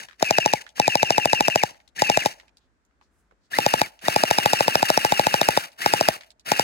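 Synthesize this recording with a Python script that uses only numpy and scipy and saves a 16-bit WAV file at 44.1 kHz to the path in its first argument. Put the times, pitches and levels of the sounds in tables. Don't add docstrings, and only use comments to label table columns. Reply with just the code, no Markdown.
import sys
import numpy as np
from scipy import signal
from scipy.fft import rfft, irfft, next_fast_len
from scipy.io import wavfile
from scipy.ndimage import uniform_filter1d, map_coordinates

SR = 44100
rng = np.random.default_rng(int(sys.argv[2]) if len(sys.argv) > 2 else 0)


def attenuation_scalar(level_db):
    decades = np.asarray(level_db, float) / 20
    return 10 ** decades


def wrap_up_sound(samples):
    columns = np.atleast_2d(samples).T
    tamed = np.clip(columns, -1, 1)
    steps = np.round(tamed * 32767).astype(np.int16)
    wavfile.write(sys.argv[1], SR, steps)


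N = 292383
TIME_S = np.arange(N) / SR
CYCLE_S = .0745
MUZZLE_LAG_MS, GEARBOX_LAG_MS = .3, .46
TURNED_S = 3


def shaped(x, points):
    hz, db = np.transpose(points)
    n = next_fast_len(N, True)
    log_hz = np.log(np.maximum(np.arange(n // 2 + 1) * SR / n, 1))
    gain = attenuation_scalar(np.interp(log_hz, np.log(hz), db))
    return irfft(rfft(x, n) * gain, n)[..., :N]


def hiss(points):
    return shaped(rng.standard_normal(N), points)


def level(x, db):
    return x * attenuation_scalar(db) / np.sqrt(np.mean(x ** 2))


def wobble(rate_hz):
    width = int(SR / rate_hz)
    return level(uniform_filter1d(uniform_filter1d(rng.standard_normal(N), width), width), 0)


def pan(left_minus_right_db):
    return attenuation_scalar(np.array([[left_minus_right_db], [-left_minus_right_db]]) / 2)


def add_mode(out, s, hz, db, t60_s, rise_s):
    i = np.arange(max(int(s * SR) + 1, 0), min(int((s + t60_s) * SR) + 1, N))
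    t = i / SR - s
    out[i] += attenuation_scalar(db - 60 * t / t60_s) * (1 - np.exp(-t / rise_s)) * np.sin(2 * np.pi * hz * t)


# f/Hz, left minus right level/dB
PORT_BALANCE = [(200, 0), (700, 4.5), (1500, 4.5), (2800, 3), (4400, -2), (8000, -.5), (12000, 0)]


def ports(x, other, lag_ms, unlike):
    late = map_coordinates(x, [np.arange(N) - lag_ms * SR / 1000], order=3)
    share = np.clip(unlike, 0, 1)
    right = np.sqrt(1 - share) * late + np.sqrt(share) * other
    left_tilt = [(hz, db / 2) for hz, db in PORT_BALANCE]
    right_tilt = [(hz, -db / 2) for hz, db in PORT_BALANCE]
    return np.array([shaped(x, left_tilt), shaped(right, right_tilt)])


# f/Hz, level/dB per Hz
YARD_HUM = [(20, -33), (35, -20.5), (52, 3), (70, -4), (110, -15), (250, -11.5), (800, -23.5), (1600, -22),
            (3000, -35), (8000, -39), (16000, -58.5)]
# t/s, length/s, level/dB, f/Hz
RUSTLE = [
    (2.58, .1, -78, 3500),
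    (3.01, .08, -74, 4600),
    (3.1, .2, -76, 8500),
    (3.4, .1, -75, 4400),
]


def yard():
    mid = hiss(YARD_HUM) * attenuation_scalar(1.2 * wobble(3))
    side = shaped(hiss(YARD_HUM), [(60, -1.5), (300, -13.5), (700, -.5)])
    hum = level(np.array([mid + side, mid - side]), -68.1)
    rustle = 0
    for s, length_s, db, hz in RUSTLE:
        colour = [(hz / 2, -16), (hz, 0), (hz * 1.5, -7), (hz * 3, -25)]
        cloth = shaped(rng.standard_normal((2, N)), colour)
        swell = np.sin(np.pi * np.clip((TIME_S - s) / length_s, 0, 1)) ** .6
        rustle = rustle + level(cloth, db) * swell
    return hum + rustle * attenuation_scalar(3.5 * wobble(39.8))


# t/s, peak level/dB, centre f/Hz, left minus right level/dB
FENCE_TICKS = [(0.0857, -37.5, 1620, 6), (0.1104, -42.5, 1730, -5), (0.1304, -47, 1750, 8),
               (0.665, -36.5, 1750, -3), (0.6906, -44, 3500, 4), (1.7444, -47.5, 1960, 5),
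               (1.8016, -51, 2150, -2), (1.877, -49.5, 3870, 11), (2.3989, -40, 2020, 1.0),
               (2.4803, -52, 2520, -7.5), (2.5704, -48.5, 4440, 1), (2.8502, -64, 7000, -3),
               (3.991, -45, 2740, -3.5), (5.685, -52.5, 2100, 2), (5.7184, -50.5, 4420, -2),
               (6.2088, -36, 2200, 1.5), (6.2342, -43.5, 2250, 1.5), (6.3046, -44, 4130, -2.0),
               (6.3959, -48, 4300, -2.5)]
# t/s, peak level/dB, centre f/Hz, left minus right level/dB
DULL_TAPS = [
    (.044, -47, 800, 3.5),
    (.208, -29, 700, 3),
    (.781, -34, 750, 3),
    (2.433, -54, 810, 5),
    (2.91, -66, 1200, 0),
    (3.012, -49, 1000, 2),
    (3.311, -52, 1000, -3),
    (3.321, -54, 400, -3),
]


def pellets():
    length = 4000
    out, t = np.zeros((2, N + length)), np.arange(length) / SR
    direct = np.exp(-t / 0.0037)
    wall = .3 * (t > .011) * np.exp(-np.abs(t - .011) / 0.0055)
    smear = 0.07 * np.exp(-t / 0.0099)
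    for s, db, hz, pan_db in [*FENCE_TICKS, *DULL_TAPS]:
        noise = rng.standard_normal((2, length))
        band = signal.butter(2, [hz / 1.7, min(hz * 2.2, 16000)], "bandpass", fs=SR)
        tick = level(signal.lfilter(*band, noise), db - 7)
        board = level(signal.lfilter(*signal.iirpeak(hz, 6., SR), noise), db - 4)
        i = int(s * SR)
        out[:, i:i + length] += (tick + board) * (direct + wall + smear) * pan(pan_db)
    return out[:, :N]


# first slam t/s, second t/s, last but one t/s, last t/s, shortening of the cycle/ms a shot
BURSTS = [
    (-.32, -.24, -.09, -.016, 0),
    (.2264, .3086, .4602, .5359, 0),
    (.7986, .8794, 1.5581, 1.6353, 0),
    (2.0206, 2.0989, 2.1732, 2.2595, 0),
    (3.5866, 3.6637, 3.7388, 3.8159, 0),
    (4.0833, 4.1621, 5.4874, 5.5741, .09),
    (5.8613, 5.9371, 6.0104, 6.0865, 0),
    (6.5181, 6.5956, 6.67, 6.75, 0),
]


def burst_slams():
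    out = []
    for first, second, before_last, last, quicken_ms in BURSTS:
        k = np.arange(round((before_last - second) / CYCLE_S) + 1)
        even = np.linspace(second, before_last, len(k))
        out.append(np.r_[first, even + quicken_ms / 2000 * k * k[::-1], last])
    return out


def heard_slams():
    s = np.concatenate(burst_slams())
    return s[(s > .01) & (s < N / SR - .01)]


# trigger t/s, gears stop t/s, rattle level/dB, run-up whine level/dB
MOTOR = [(-.4, .04, -41, -40), (.183, .615, -42.5, -48), (.748, 1.712, -42, -38), (1.95, 2.32, -38, -33),
         (3.502, 3.87, -37, -24), (4.012, 5.655, -36, -31), (5.775, 6.163, -36, -28),
         (6.448, 6.8, -35, -35)]
# t/s after the trigger, level/dB
GEAR_START = [(0, -32), (.015, -8), (.05, 0)]
# t/s after the stop, level/dB
GEAR_STOP = [(0, -7), (.035, -23), (.08, -31), (.16, -42)]


def running():
    (start_s, start_db), (stop_s, stop_db) = np.transpose(GEAR_START), np.transpose(GEAR_STOP)
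    gain = np.zeros(N)
    for s, (on, off, db, _) in zip(burst_slams(), MOTOR):
        times = np.r_[on + start_s, s[-1], off + stop_s]
        levels = np.r_[start_db, 0, stop_db]
        gain += attenuation_scalar(db + np.interp(TIME_S, times, levels, left=-99, right=-99))
    return gain


# f/Hz, level/dB
GEAR_COLOUR = [(900, -8.5), (1400, -3), (1750, 1), (2150, -1.5), (2700, .5), (3000, 0), (3300, -8),
               (3700, -6), (5200, -5.5), (7500, -10.5), (10000, -9.5), (15500, -15)]
# f/Hz, level/dB
RATTLE_DIPS = [(11000, 0), (11500, -14), (12100, -14), (12500, 2), (14400, 1), (14700, -16), (15200, -16),
               (15600, 3)]
# f/Hz, width/Hz, level/dB
CASE_MODES = [(252, 350, -3.5), (650, 150, -2), (800, 240, 0)]
# share of the cycle after a slam, f/Hz, level/dB, t60/s, click level/dB
CLACKS = [
    (.23, 1920, -22.5, 0.0093, -20),
    (0.34, 1700, -25, 0.012, -32),
    (0.572, 1679, -20, 0.015, -31),
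    (.76, 1736, -61, 0.004, -27),
    (0.919, 1761, -26, 0.033, -19),
    (0.956, 986, -17, 0.015, -28),
]


def gears():
    def clicks():
        uneven = attenuation_scalar(2.2 * rng.exponential(size=N))
        return rng.standard_normal(N) * uneven * attenuation_scalar(3.1 * wobble(150))

    def rattle():
        bright = shaped(clicks(), [(300, -54.5)] + GEAR_COLOUR)
        return level(shaped(bright, RATTLE_DIPS + [(16000, 0), (16200, -25)]), 6.3) * running()

    def rumble():
        modes = [attenuation_scalar(db) * signal.lfilter(*signal.iirpeak(hz, hz / width, SR), clicks())
                 for hz, width, db in CASE_MODES]
        return level(sum(modes), -5.5) * running()

    knock, tick = np.zeros(N), np.zeros(N)
    slam_s = heard_slams()
    for slam, cycle in zip(slam_s, np.diff(slam_s)):
        if cycle >= .1:
            continue
        for (share, hz, db, t60_s, click_db), c in zip(CLACKS, rng.standard_normal((len(CLACKS), 3))):
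            at = slam + share * cycle + .0004 * c[0]
            add_mode(knock, at, hz * (1 + 0.01 * c[1]), db + 1.6 * c[2], t60_s, .0002)
            i = int(at * SR)
            tick[i:i + 150] += attenuation_scalar(click_db) * np.exp(-np.arange(150) / 12.0)
    tick_colour = [(500, -24.5), (1500, 1.5), (3000, -4.5), (6000, -8.5), (10000, -16), (16000, -23.5)]
    ticks = [level(hiss(tick_colour), 4.6) * tick for _ in range(2)]
    unlike = .25
    return (ports(rattle(), rattle(), GEARBOX_LAG_MS, unlike)
            + ports(rumble(), rumble(), MUZZLE_LAG_MS, 0.03)
            + ports(knock, 0 * knock, GEARBOX_LAG_MS, 0)
            + ports(*ticks, GEARBOX_LAG_MS, unlike))


# f/Hz at the end of the last pull, f/Hz where the coast begins, coast level/dB
WIND_DOWN = [(2500, 1729, -40), (2450, 2300, -42), (2100, 1713, -38), (1543, 1500, -55), (2600, 2400, -34),
             (1725, 1900, -40), (2500, 1815, -34), (2500, 1800, -40)]


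def sweeps():
    pull_from, pull_to = .24, .92
    usual_s = .0735
    out = []
    for s, (on, off, _, up_db), (end_hz, coast_hz, coast_db) in zip(burst_slams(), MOTOR, WIND_DOWN):
        a, b = on + .028, s[0] - .012
        out.append((a, b, 1570, 1570 + 13500 * (b - a), up_db - 3, up_db))
        for slam, cycle in zip(s[:-2], np.diff(s)):
            hz0 = 215. / (usual_s * (cycle / usual_s) ** 0.85)
            hz1 = 187. / (usual_s * (cycle / usual_s) ** 0.53)
            end_db = -28.5 - 2.5 * (slam > TURNED_S)
            out.append((slam + cycle * pull_from, slam + cycle * pull_to, hz0, hz1, -31.5, end_db))
        last_pull_end = min(s[-1] - .009, s[-2] + .07)
        out.append((s[-2] + CYCLE_S * pull_from, last_pull_end, 2880, end_hz, -31, -33.5))
        a = s[-1] + .018
        out.append((a, off, coast_hz, coast_hz - 19000 * (off - a), coast_db, coast_db))
    return [row for row in out if row[0] >= 0]


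# multiple, level/dB
WHINE_ORDERS = [(1, 0), (2, -12), (3, -25)]


def whine():
    hz, gain = np.zeros(N), np.zeros(N)
    for t0, t1, hz0, hz1, db0, db1 in sweeps():
        i = slice(int(t0 * SR), int(t1 * SR))
        bend = .65 if hz1 > hz0 else 1.15 if hz1 > .8 * hz0 else 1.7
        hz[i] = hz0 + (hz1 - hz0) * np.clip((TIME_S[i] - t0) / (t1 - t0), 0, 1) ** bend
        gain[i] = attenuation_scalar(np.interp(TIME_S[i], [t0, t1], [db0, db1]))
    turning_s = [2.4, 3.4]
    gain = uniform_filter1d(gain, size=260) * attenuation_scalar(np.interp(TIME_S, turning_s, [3, -.5]))
    slow = uniform_filter1d(np.clip((2300 - hz) / 900, 0, 1) * (hz > 0), size=260)
    gain = gain * attenuation_scalar((1.8 + 3.5 * slow) * wobble(150) - 9 * slow)
    phase = 2 * np.pi * np.cumsum(hz * (1 + .006 * wobble(300))) / SR
    gain = gain * (1 + 0.47 * np.sin(phase / 11 + wobble(40)))
    facing_db = np.interp(TIME_S, turning_s, [-9, 0])
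    tone = np.zeros(N)
    for k, db in WHINE_ORDERS:
        overtone_db = (facing_db + 3.5 * wobble(60)) * (k > 1)
        tone += attenuation_scalar(db + overtone_db) * np.sin(k * phase)
    tone = np.sqrt(2) * gain * tone
    return ports(tone, 0 * tone, GEARBOX_LAG_MS, 0)


def puff(s, db):
    snap_hz, thud_hz, fall_s, t60_s, rise_s = 1200, 100, .0007, .0124, .005
    i = int(s * SR) + 1 + np.arange(int(t60_s * SR))
    t = i / SR - s
    turns = thud_hz * t + (snap_hz - thud_hz) * fall_s * (1 - np.exp(-t / fall_s))
    return i, attenuation_scalar(db - 60 * t / t60_s) * (1 - np.exp(-t / rise_s)) * np.sin(2 * np.pi * turns)


# start t/ms, f/Hz, level/dB, t60/s
CRACK_MODES = [(-.05, 1700, 2, .006), (-.05, 2350, -9.5, 0.011), (-.05, 3760, -11, 0.013),
               (-.04, 5264, -6, .007), (-.03, 7330, -8, 0.0043), (-.02, 9940, -24.5, 0.0031),
               (-.02, 13770, -30, .005), (-.02, 15540, -26, 0.0041)]
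BORE_MODES = {"empty": [(.52, 650, 5.5, .006), (.52, 640, -10.5, .027), (.52, 810, -22, .06),
              (.3, 1220, -20, .008)], "loaded": [(.63, 710, 1.4, .0082), (.63, 575, -4.5, .011),
              (.63, 830, -10.5, .045), (.3, 1220, -20, .008)]}
EMPTY_SHOTS = [0, 1, 2, 9, 11, 14, 15, 19, 25, 27, 34, 36, 43, 48, 49]
HARD_SHOTS = [5, 22, 26, 30, 40, 44, 49]


def slams():
    ring, rush, snap = np.zeros(N), np.zeros(N), np.zeros(N)
    i = np.arange(-200, 300)
    t = i / SR
    rush_shape = np.where(t < 0, np.exp(t / .0015), np.exp(-t / 0.00072))
    snap_shape = np.exp(-np.abs(t) / .0003)
    for k, s in enumerate(heard_slams()):
        bore = BORE_MODES["empty" if k in EMPTY_SHOTS else "loaded"]
        thump_db = 0.2 + 1.8 * (k in HARD_SHOTS)
        crack_db = -5.3 + .9 * rng.standard_normal()
        for body_db, modes, scatter_db, rise_s in ((thump_db, bore, .7, .0004),
                                                   (crack_db + 0.13, CRACK_MODES, 2.5, .00002)):
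            for (ms, hz, db, t60_s), c in zip(modes, rng.standard_normal((len(modes), 3))):
                mode_db = body_db + db + scatter_db * c[0]
                add_mode(ring, s + ms / 1000, hz * (1 + .012 * c[1]), mode_db, t60_s * attenuation_scalar(1.3 * c[2]), rise_s)
        at, swing = puff(s - .00067, thump_db + 7)
        ring[at] += swing
        rush[int(s * SR) + i] += attenuation_scalar(crack_db) * rush_shape
        snap[int(s * SR) + i] += attenuation_scalar(crack_db) * snap_shape
    air = [(1000, -2), (3000, -12), (5200, 4.5), (8000, -16), (12000, -6), (16000, -17.5)]
    edge = [(3000, -30), (5000, -3), (12000, 0), (17000, 3)]
    blasts = [level(hiss(air), -8) * rush + level(hiss(edge), -12) * snap for _ in range(2)]
    return ports(ring, 0 * ring, MUZZLE_LAG_MS, 0) + ports(*blasts, MUZZLE_LAG_MS, .25)


# f/Hz, level/dB
FACING = [
    [(850, 0), (1250, -6), (1700, 0), (4200, 0), (6000, 2), (8500, 0), (12000, -2.5)],
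    [(800, 0), (1000, -2.5), (1300, 2.5), (1800, 0), (5200, 0), (6800, -2), (8000, 1)],
]


def scene():
    small = signal.butter(3, 113, "highpass", fs=SR, output="sos")
    blaster = signal.sosfilt(small, slams() + whine() + gears())
    turned = np.arange(N) > TURNED_S * SR
    before = shaped(blaster, FACING[0]) * pan(1.2) * ~turned
    after = shaped(blaster, FACING[1]) * turned
    blaster = before + after

    t = np.arange(SR // 2) / SR
    decay = attenuation_scalar(-60 * t / .55) * (t > .03)
    tail = rng.standard_normal((2, len(t))) * decay * attenuation_scalar(1.3 * wobble(90)[:len(t)])
    tail = signal.lfilter(*signal.butter(2, [500, 1300], "bandpass", fs=SR), tail)
    echo = signal.fftconvolve(blaster.mean(axis=0, keepdims=True), tail, axes=1)[:, :N]
    return blaster + attenuation_scalar(-59) * echo + pellets() + yard()


def low_pass(x):
    return signal.sosfilt(signal.butter(12, 16990, fs=SR, output="sos"), x)


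# f/Hz, level/dB
TREBLE_DIPS = [(8000, 0), (9000, -6), (10200, 0), (11200, -4), (11900, -11), (12700, -3), (13700, 0),
               (15000, -10), (15700, -2), (16600, -14)]


def record(dry):
    heard = shaped(dry, TREBLE_DIPS)
    soft = heard / (1 + np.abs(heard / .8) ** 6) ** (1 / 6)
    no_bass = signal.sosfilt(signal.butter(4, 42, "highpass", fs=SR, output="sos"), soft)
    mix = signal.sosfilt(signal.ellip(8, .2, 70, 16300, fs=SR, output="sos"), no_bass)
    return low_pass(mix)


dry = scene()
out = record(dry)
wrap_up_sound(out)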